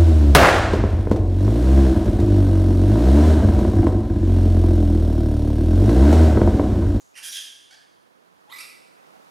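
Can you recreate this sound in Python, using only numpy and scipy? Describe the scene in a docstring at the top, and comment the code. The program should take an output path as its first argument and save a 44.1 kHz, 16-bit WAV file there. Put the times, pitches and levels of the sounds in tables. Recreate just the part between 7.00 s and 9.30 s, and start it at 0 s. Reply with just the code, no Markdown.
"""In a bare tiled room with a long bright echo, young monkeys squeal, after the fading echo of an earlier squeal.
Each squeal is a stack of shaking partials mixed with pulsing breath noise and coloured by a moving mouth.
Behind them shaped noise makes distant swelling traffic, a lumpy rumble and steady room tone;
the microphone pair hears the low background almost in opposite phase. A thin far whistle, nearly a sine, passes."""
import sys
import numpy as np
from scipy import signal
from scipy.fft import rfft, irfft
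from scipy.io import wavfile
from scipy.ndimage import uniform_filter1d

SR = 44100
rng = np.random.default_rng(int(sys.argv[2]) if len(sys.argv) > 2 else 0)


def convert_level_to_amplitude(level_db):
    """Map a level in decibels to its linear amplitude factor."""
    exponent = np.asarray(level_db, float) / 20
    return 10 ** exponent


def master(y):
    """Save y as 16-bit WAV."""
    cut = np.clip(np.atleast_2d(y).T, -1, 1)
    pcm = np.round(cut * 32767)  # scale
    wavfile.write(sys.argv[1], SR, pcm.astype(np.int16))


N = 101429   # length in samples


def rms_one(x):
    """Scale to rms 1."""
    return x / np.sqrt(np.mean(x ** 2) + 1e-20)


def at_hz(points, hz):
    """Read the second column of a table on a log-frequency axis."""
    table = np.array(points)
    return np.interp(np.log(hz + 1), np.log(table[:, 0]), table[:, 1])


def drift(rate_hz, size):
    """Slow random movement of rms 1: white noise through two equal one-pole low-passes."""
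    r = np.exp(-2 * np.pi * rate_hz / SR)
    slow = signal.lfilter([1], [1, -2 * r, r * r], rng.standard_normal(size + SR))
    return rms_one(slow[SR:])   # the first second lets the filter settle


def band_pass(x, low_hz, high_hz):
    """Keep one band of a sound with a Butterworth filter."""
    return signal.sosfilt(signal.butter(2, [low_hz, high_hz], "band", fs=SR, output="sos"), x)


def coloured(x, spectrum):
    """Shape a sound by a dB spectrum."""
    size = x.shape[-1]
    hz = np.arange(size // 2 + 1) * SR / size
    return irfft(rfft(x) * convert_level_to_amplitude(at_hz(spectrum, hz)), size)


MOST_OPPOSED = -0.86   # lowest left-right likeness; -1 would be exact opposite phase


def pair(mid, side, likeness, balance):
    """Left and right from two unrelated sounds: their mid/side mix sets likeness and balance per frequency."""
    size = len(mid)
    hz = np.arange(size // 2 + 1) * SR / size
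    alike = np.clip(at_hz(likeness, hz), MOST_OPPOSED, 1)
    lean = convert_level_to_amplitude(at_hz(balance, hz) / 2)
    m = np.sqrt(0.5 + alike / 2) * rfft(mid)
    s = np.sqrt(0.5 - alike / 2) * rfft(side)
    return irfft(np.array([(m + s) * lean, (m - s) / lean]), size)


# stereo image of the room, shared by both echoes: f/Hz, left-right likeness
ROOM_LIKENESS = [(700, 0.36), (1100, 0.00059), (1600, 0.24), (3100, 0.83), (4200, 0.87), (6000, 1),
                 (7800, 0.93), (9000, 0.76), (12000, 0.32), (15000, 0.39)]
# lean of the room: f/Hz, left minus right level/dB
ROOM_BALANCE = [(700, 22), (1300, -14), (2400, -6), (4400, 0.5), (8000, -2), (15000, -0.5)]
EARLIER_HZ, EARLIER_WIDTH_HZ, EARLIER_T60_S = 6640, 1300, 0.75
EARLIER_DB, EARLIER_WIDE_DB = -60.5, -63   # narrow and wide noise, before the decay


def earlier_echo():
    """The dying echo of a high squeal that ended just before: two bands of noise in exponential decay."""
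    white = rng.standard_normal((2, 2, N))
    half_width = EARLIER_WIDTH_HZ / 2
    narrow = band_pass(white[0], EARLIER_HZ - half_width, EARLIER_HZ + half_width)
    wide = band_pass(white[1], 3500, 11000)
    both = convert_level_to_amplitude(EARLIER_DB) * rms_one(narrow) + convert_level_to_amplitude(EARLIER_WIDE_DB) * rms_one(wide)
    decay = convert_level_to_amplitude(-60 * np.arange(N) / SR / EARLIER_T60_S)
    return pair(both[0], both[1], ROOM_LIKENESS, ROOM_BALANCE) * decay


# traffic swells: t/s, level/dB, extra left minus right level/dB for the whole background
TRAFFIC = [(0, -60, 4.5), (.3, -55, 6), (.6, -58.5, 6), (.9, -58, 3), (1.2, -58.5, 1.5), (1.45, -56.5, 2.5),
           (1.65, -52, 3.7), (1.95, -53.5, 3), (2.12, -51.5, 2.1), (2.3, -50.5, 3.1)]
# traffic tone: f/Hz, relative level/dB per Hz
TRAFFIC_COLOUR = [(25, -51), (45, -38), (100, -22.5), (180, -5), (230, -5.5), (300, -4.5), (700, -5),
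                  (1300, -7.5), (2200, -17), (4000, -23), (8000, -29), (16000, -36.5)]
# room tone: f/Hz, relative level/dB per Hz
HISS_COLOUR = [(25, -19), (1000, 11), (4000, 9.2), (8000, -7.5), (11000, 4), (16000, -30)]
# stereo image of the background: f/Hz, left-right likeness (held at MOST_OPPOSED or above)
FAR_LIKENESS = [(60, -1.9), (130, -0.75), (290, -0.92), (640, -1.062), (1410, -0.78), (3100, -0.34),
                (6820, 0.41), (15000, 0.56)]
# lean of the background: f/Hz, left minus right level/dB
FAR_BALANCE = [(60, -4.5), (180, -8), (550, -9), (1650, -6.5), (4970, -4.5), (15000, 7)]
HISS_DB = -73.5
RUMBLE_TOP_HZ, RUMBLE_DB = 147, -75
RUMBLE_LUMPS_DB, RUMBLE_LUMPS_HZ = 2.5, 6   # depth (rms) and speed of the rumble's swells


def background():
    """Swelling traffic and a lumpy rumble over a steady room tone, all shaped noise."""
    s, level_db, lean_db = np.transpose(TRAFFIC)
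    t = np.arange(N) / SR
    white = rng.standard_normal((4, N))
    traffic_db = np.interp(t, s, level_db) + 0.4 * drift(18, N)
    traffic = rms_one(coloured(white[:2], TRAFFIC_COLOUR)) * convert_level_to_amplitude(traffic_db)
    hiss = convert_level_to_amplitude(HISS_DB) * rms_one(coloured(white[2:], HISS_COLOUR))
    low = band_pass(white[2:, ::-1], 60, RUMBLE_TOP_HZ)   # reversed, so unlike the hiss
    rumble = rms_one(low) * convert_level_to_amplitude(RUMBLE_DB + RUMBLE_LUMPS_DB * drift(RUMBLE_LUMPS_HZ, N))
    far = traffic + hiss + rumble
    lean = convert_level_to_amplitude(np.interp(t, s, lean_db) * np.array([[0.5], [-0.5]]))
    return pair(far[0], far[1], FAR_LIKENESS, FAR_BALANCE) * lean


SHAKE, SHAKE_HZ = 0.1235, 202.4   # pitch shake at full roughness (rms share of pitch) and its speed
BREATH_DB = 5.0   # gain of the breath noise at full roughness
SHIMMER_DB, SHIMMER_HZ = 2.5, 75   # the strained voice wavers in strength: depth (rms) and speed
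DULLING = 0.3   # treble loss for each dB under the squeal's peak, times log2(1 + f / 1 kHz), in dB
# one table per squeal: t/s, pitch f/Hz, level/dB, roughness (0-1), half-pitch line level/dB,
# mouth resonance shift (1 = none)
SQUEALS = [
    [(.136, 2243, -75, 0.1, -32, 0.42), (.146, 2554, -52.5, 0.17, -30, 1.07),
     (.158, 3068, -47.5, 0.31, -10, 0.99), (.172, 2857, -42, 0.49, 6, 0.97),
     (.185, 2675, -41.5, 0.48, -5, 0.97), (.2, 2668, -44.5, 0.59, -4, 0.99), (.21, 2700, -67, 0.7, -3, 1.3)],
    [(.216, 1518, -62, 0.11, -17, 0.43), (.228, 1636, -42, 0.25, -12, 1.09),
     (.245, 1592, -38, 0.34, -2, 1.02), (.27, 1623, -38, 0.28, -5, 1.03),
     (.288, 1664, -35, 0.36, -15, 1.01), (.296, 1670, -77, 0.1, -18, 3)],
    [(.284, 5570, -63, 0, -30, 0.87), (.295, 5640, -42.5, 0.2, -39, 1.1), (.325, 5880, -46, .15, -37, 1.3),
     (.335, 5920, -51, 0, -30, 1.3)],
    [(.308, 1629, -86, 0.25, -23, .98), (.322, 1682, -34.5, 0.3, -11, 1.15),
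     (.335, 1647, -38, 0.39, -23, 0.99), (.35, 1722, -35, 0.38, -36, 1.032),
     (.385, 1606, -35.5, 0.3, -29, 0.934), (.395, 1647, -49, 0.18, -17, 0.77)],
    [(.697, 1469, -80, 0.04, -24, 1.7), (.71, 1486, -51.5, 0.12, -3, 1.03),
     (.722, 1529, -53, 0.1, -5, 1.03), (.733, 1606, -53.5, 0.15, -21, 1.08),
     (.746, 1687, -50, 0.2, -2, 1.03), (.757, 1860, -93, 0, 9.5, 0.63)],
    [(1.472, 814.3, -67, 0, -30, 0.79), (1.488, 833, -57, .03, -30, 0.82), (1.5, 974, -50, 0.2, -27, 0.94),
     (1.512, 1107, -43.5, 0.23, -28, 1.044), (1.526, 1208, -39.5, 0.37, -34, 1.085),
     (1.538, 1220, -77, 0.2, -30, 0.79)],
    [(1.518, 1906, -78, 0.28, -6, 1.35), (1.53, 1930, -45, 0.17, -11, 1.1),
     (1.543, 1970, -38.5, 0.23, 0.5, 1.07), (1.552, 2024, -52, 0.27, -10, 1.08),
     (1.562, 2002, -42.5, 0.33, -10, 1.2), (1.582, 2142, -49, 0.29, -4, 1.22),
     (1.59, 2200, -74, .45, -5, 1.4)],
    [(1.57, 2182, -50, 0.57, -15, 1.38), (1.59, 2450, -40, 0.3, -2, 0.91),
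     (1.615, 2553, -42, 0.42, -4, 1.08), (1.635, 2624, -53, .5, 3, 0.82), (1.65, 2510, -70, 0.4, -16, 0.37)],
]
# mouth resonances, one table per squeal: f/Hz, level/dB
MOUTHS = [
    [(700, -36.5), (1000, -11.5), (1350, -28.5), (1800, -6.5), (2200, -11.5), (2750, -7), (4000, -22),
     (5240, -11.5), (7700, -23), (9000, -13.5), (12500, -22), (15500, -47)],
    [(750, -35), (1050, -42), (1630, -10.5), (2000, -18), (3250, -5), (4200, -12.5), (4950, -7),
     (6500, -8.5), (7900, -14), (9500, -4.5), (13000, -15.5), (15500, -34)],
    [(700, -32), (5700, 9), (15000, -28)],
    [(700, -63), (1680, -17), (2200, -16.5), (2800, -10.5), (3350, -1.8), (4300, -13), (6300, -9.5),
     (8000, -20), (10200, -12), (13000, -24), (15500, -30)],
    [(500, -31), (780, -11), (1200, -29), (1650, -4.5), (2300, -15), (3000, -13.5), (3900, -11.5),
     (4700, -8.5), (5500, -15), (6600, -17.5), (10000, -22), (15500, -45)],
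    [(500, -56), (900, -2.5), (1200, -9), (1600, -13), (2200, -12.5), (2800, -20), (3600, 0), (5000, -28),
     (7300, -19.5), (9300, -25.5), (11200, -11), (15000, -50)],
    [(600, -36), (1000, -15.5), (1450, -21), (1900, -2), (2700, -21), (4200, -9), (5400, -25), (7600, -14),
     (9000, -25), (10800, -12.5), (12500, -33), (15000, -72)],
    [(600, -36), (1230, -12.5), (1700, -25), (2400, -1.5), (3200, -21), (5000, -4), (6700, -21.5),
     (8700, -8.5), (9800, -13), (11300, -9), (13000, -22), (15000, -46)],
]


def squeal(rows, mouth):
    """A stack of shaking partials with half-pitch lines, breath gated by each cycle, through the moving mouth."""
    s, hz, level_db, rough, half_db, shift = np.transpose(rows)
    size = 8192
    start = int(s[0] * SR)
    t = (start + np.arange(size)) / SR
    rough = np.clip(np.interp(t, s, rough), 0, 1)
    half = convert_level_to_amplitude(np.interp(t, s, half_db))
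    hz = np.interp(t, s, hz) * (1 + SHAKE * rough * drift(SHAKE_HZ, size))

    # partials of half the pitch: the odd ones are the half-pitch lines
    half_phase = np.pi * np.cumsum(hz) / SR
    k = np.arange(1, 41)[:, None]
    strength = np.where(k % 2, half, 1) * (k * hz / 2 < 0.4 * SR)
    tone = np.sum(strength * np.sin(k * half_phase + k * k), axis=0)
    breath = rng.standard_normal(size) * (1 + np.cos(2 * half_phase))
    source = (1 - rough) * rms_one(tone) + rough * convert_level_to_amplitude(BREATH_DB) * breath

    # the mouth resonances slide with the shift, and softer moments are duller
    f, frame_s, frames = signal.stft(source, SR, nperseg=384)
    f, frame_s = f[:, None], frame_s + start / SR
    under_peak_db = np.interp(frame_s, s, level_db) - level_db.max()
    dull_db = DULLING * np.log2(f / 1000 + 1) * under_peak_db
    mouth_db = at_hz(mouth, f / np.interp(frame_s, s, shift))
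    voice = signal.istft(frames * convert_level_to_amplitude(mouth_db + dull_db), SR)[1][:size]

    # level out over 10 ms, then follow the level column
    loudness = np.sqrt(uniform_filter1d(voice ** 2, size=441) + 1e-14)
    strength_db = np.interp(t, s, level_db) + SHIMMER_DB * drift(SHIMMER_HZ, size)
    out = np.zeros(N + size)
    out[start:start + size] = voice / loudness * convert_level_to_amplitude(strength_db) * (t < s[-1])
    return out[:N]


# decay of the tiled room: f/Hz, time to fall 60 dB/s
ROOM_T60 = [(300, 0.34), (1500, 0.87), (3000, 0.99), (6000, 0.77), (10000, 0.89), (15000, 0.15)]
DIRECT_DB, BUILD_UP_S = -1.5, 0.002
DIRECT_SIDE = -0.33   # direct sound fed to side per unit of mid; negative puts the voices to the right
EARLY_S, EARLY_DB = 0.14, 1.5   # the first reflections stand above the later tail


def room(x):
    """A direct sound and a dense tail: bands of noise that each die at their own rate, convolved with the voices."""
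    t, tail = np.arange(SR) / SR, 0
    white = rng.standard_normal((2, 2, SR))
    edges = 300 * 2 ** np.arange(0, 6.1, 0.5)   # half-octave bands
    for k, (low, high) in enumerate(zip(edges, edges[1:])):
        t60 = at_hz(ROOM_T60, np.sqrt(low * high))
        band = band_pass(white[k % 2], low, high)   # neighbours use unrelated noise
        even_energy = np.sqrt(2 * np.log(1000) / t60 / SR)   # long and short decays carry equal energy
        tail = tail + band * convert_level_to_amplitude(-60 * t / t60) * even_energy
    early_db = EARLY_DB / (1 + np.exp((t - EARLY_S) * 200))
    tail = tail * (1 - np.exp(-t / BUILD_UP_S)) * convert_level_to_amplitude(early_db)
    tail[:, 64] += convert_level_to_amplitude(DIRECT_DB) * np.array([1, DIRECT_SIDE])   # 64 samples in, trimmed off below
    ears = pair(tail[0], tail[1], ROOM_LIKENESS, ROOM_BALANCE)
    return signal.fftconvolve(ears, x[None], axes=1)[:, 64:N + 64]


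# a thin far whistle: t/s, f/Hz, level/dB
WHISTLE = [(0.941, 10000, -100), (.96, 10000, -80), (1.051, 9500, -77), (1.075, 9600, -100)]


def whistle():
    """A near sine whose pitch wavers a little."""
    s, hz, level_db = np.transpose(WHISTLE)
    t = np.arange(N) / SR
    hz = np.interp(t, s, hz) * (1 + 0.0035 * drift(60, N))
    return np.sin(2 * np.pi * np.cumsum(hz) / SR) * convert_level_to_amplitude(np.interp(t, s, level_db, -140, -140))


def scene():
    """Squeals in the room, the earlier echo and the whistle over the background."""
    voices = sum(squeal(rows, mouth) for rows, mouth in zip(SQUEALS, MOUTHS))
    whistle_gain = convert_level_to_amplitude(np.array([[-4], [0]]))   # left 4 dB softer
    return earlier_echo() + background() + room(voices) + whistle() * whistle_gain


def low_pass(x):
    """Removes everything above the highest recorded frequency."""
    return signal.sosfilt(signal.butter(12, 15610, fs=SR, output="sos"), x)


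NOTCH_HZ, NOTCH_WIDTH_HZ = 7710, 220   # dip of the microphone housing


def record(dry):
    """The microphone housing cuts a narrow dip in the treble: a resonant band is subtracted."""
    b, a = signal.iirpeak(NOTCH_HZ, NOTCH_HZ / NOTCH_WIDTH_HZ, fs=SR)
    mix = dry - signal.lfilter(b, a, dry)
    return low_pass(mix)


dry = scene()
out = record(dry)
master(out)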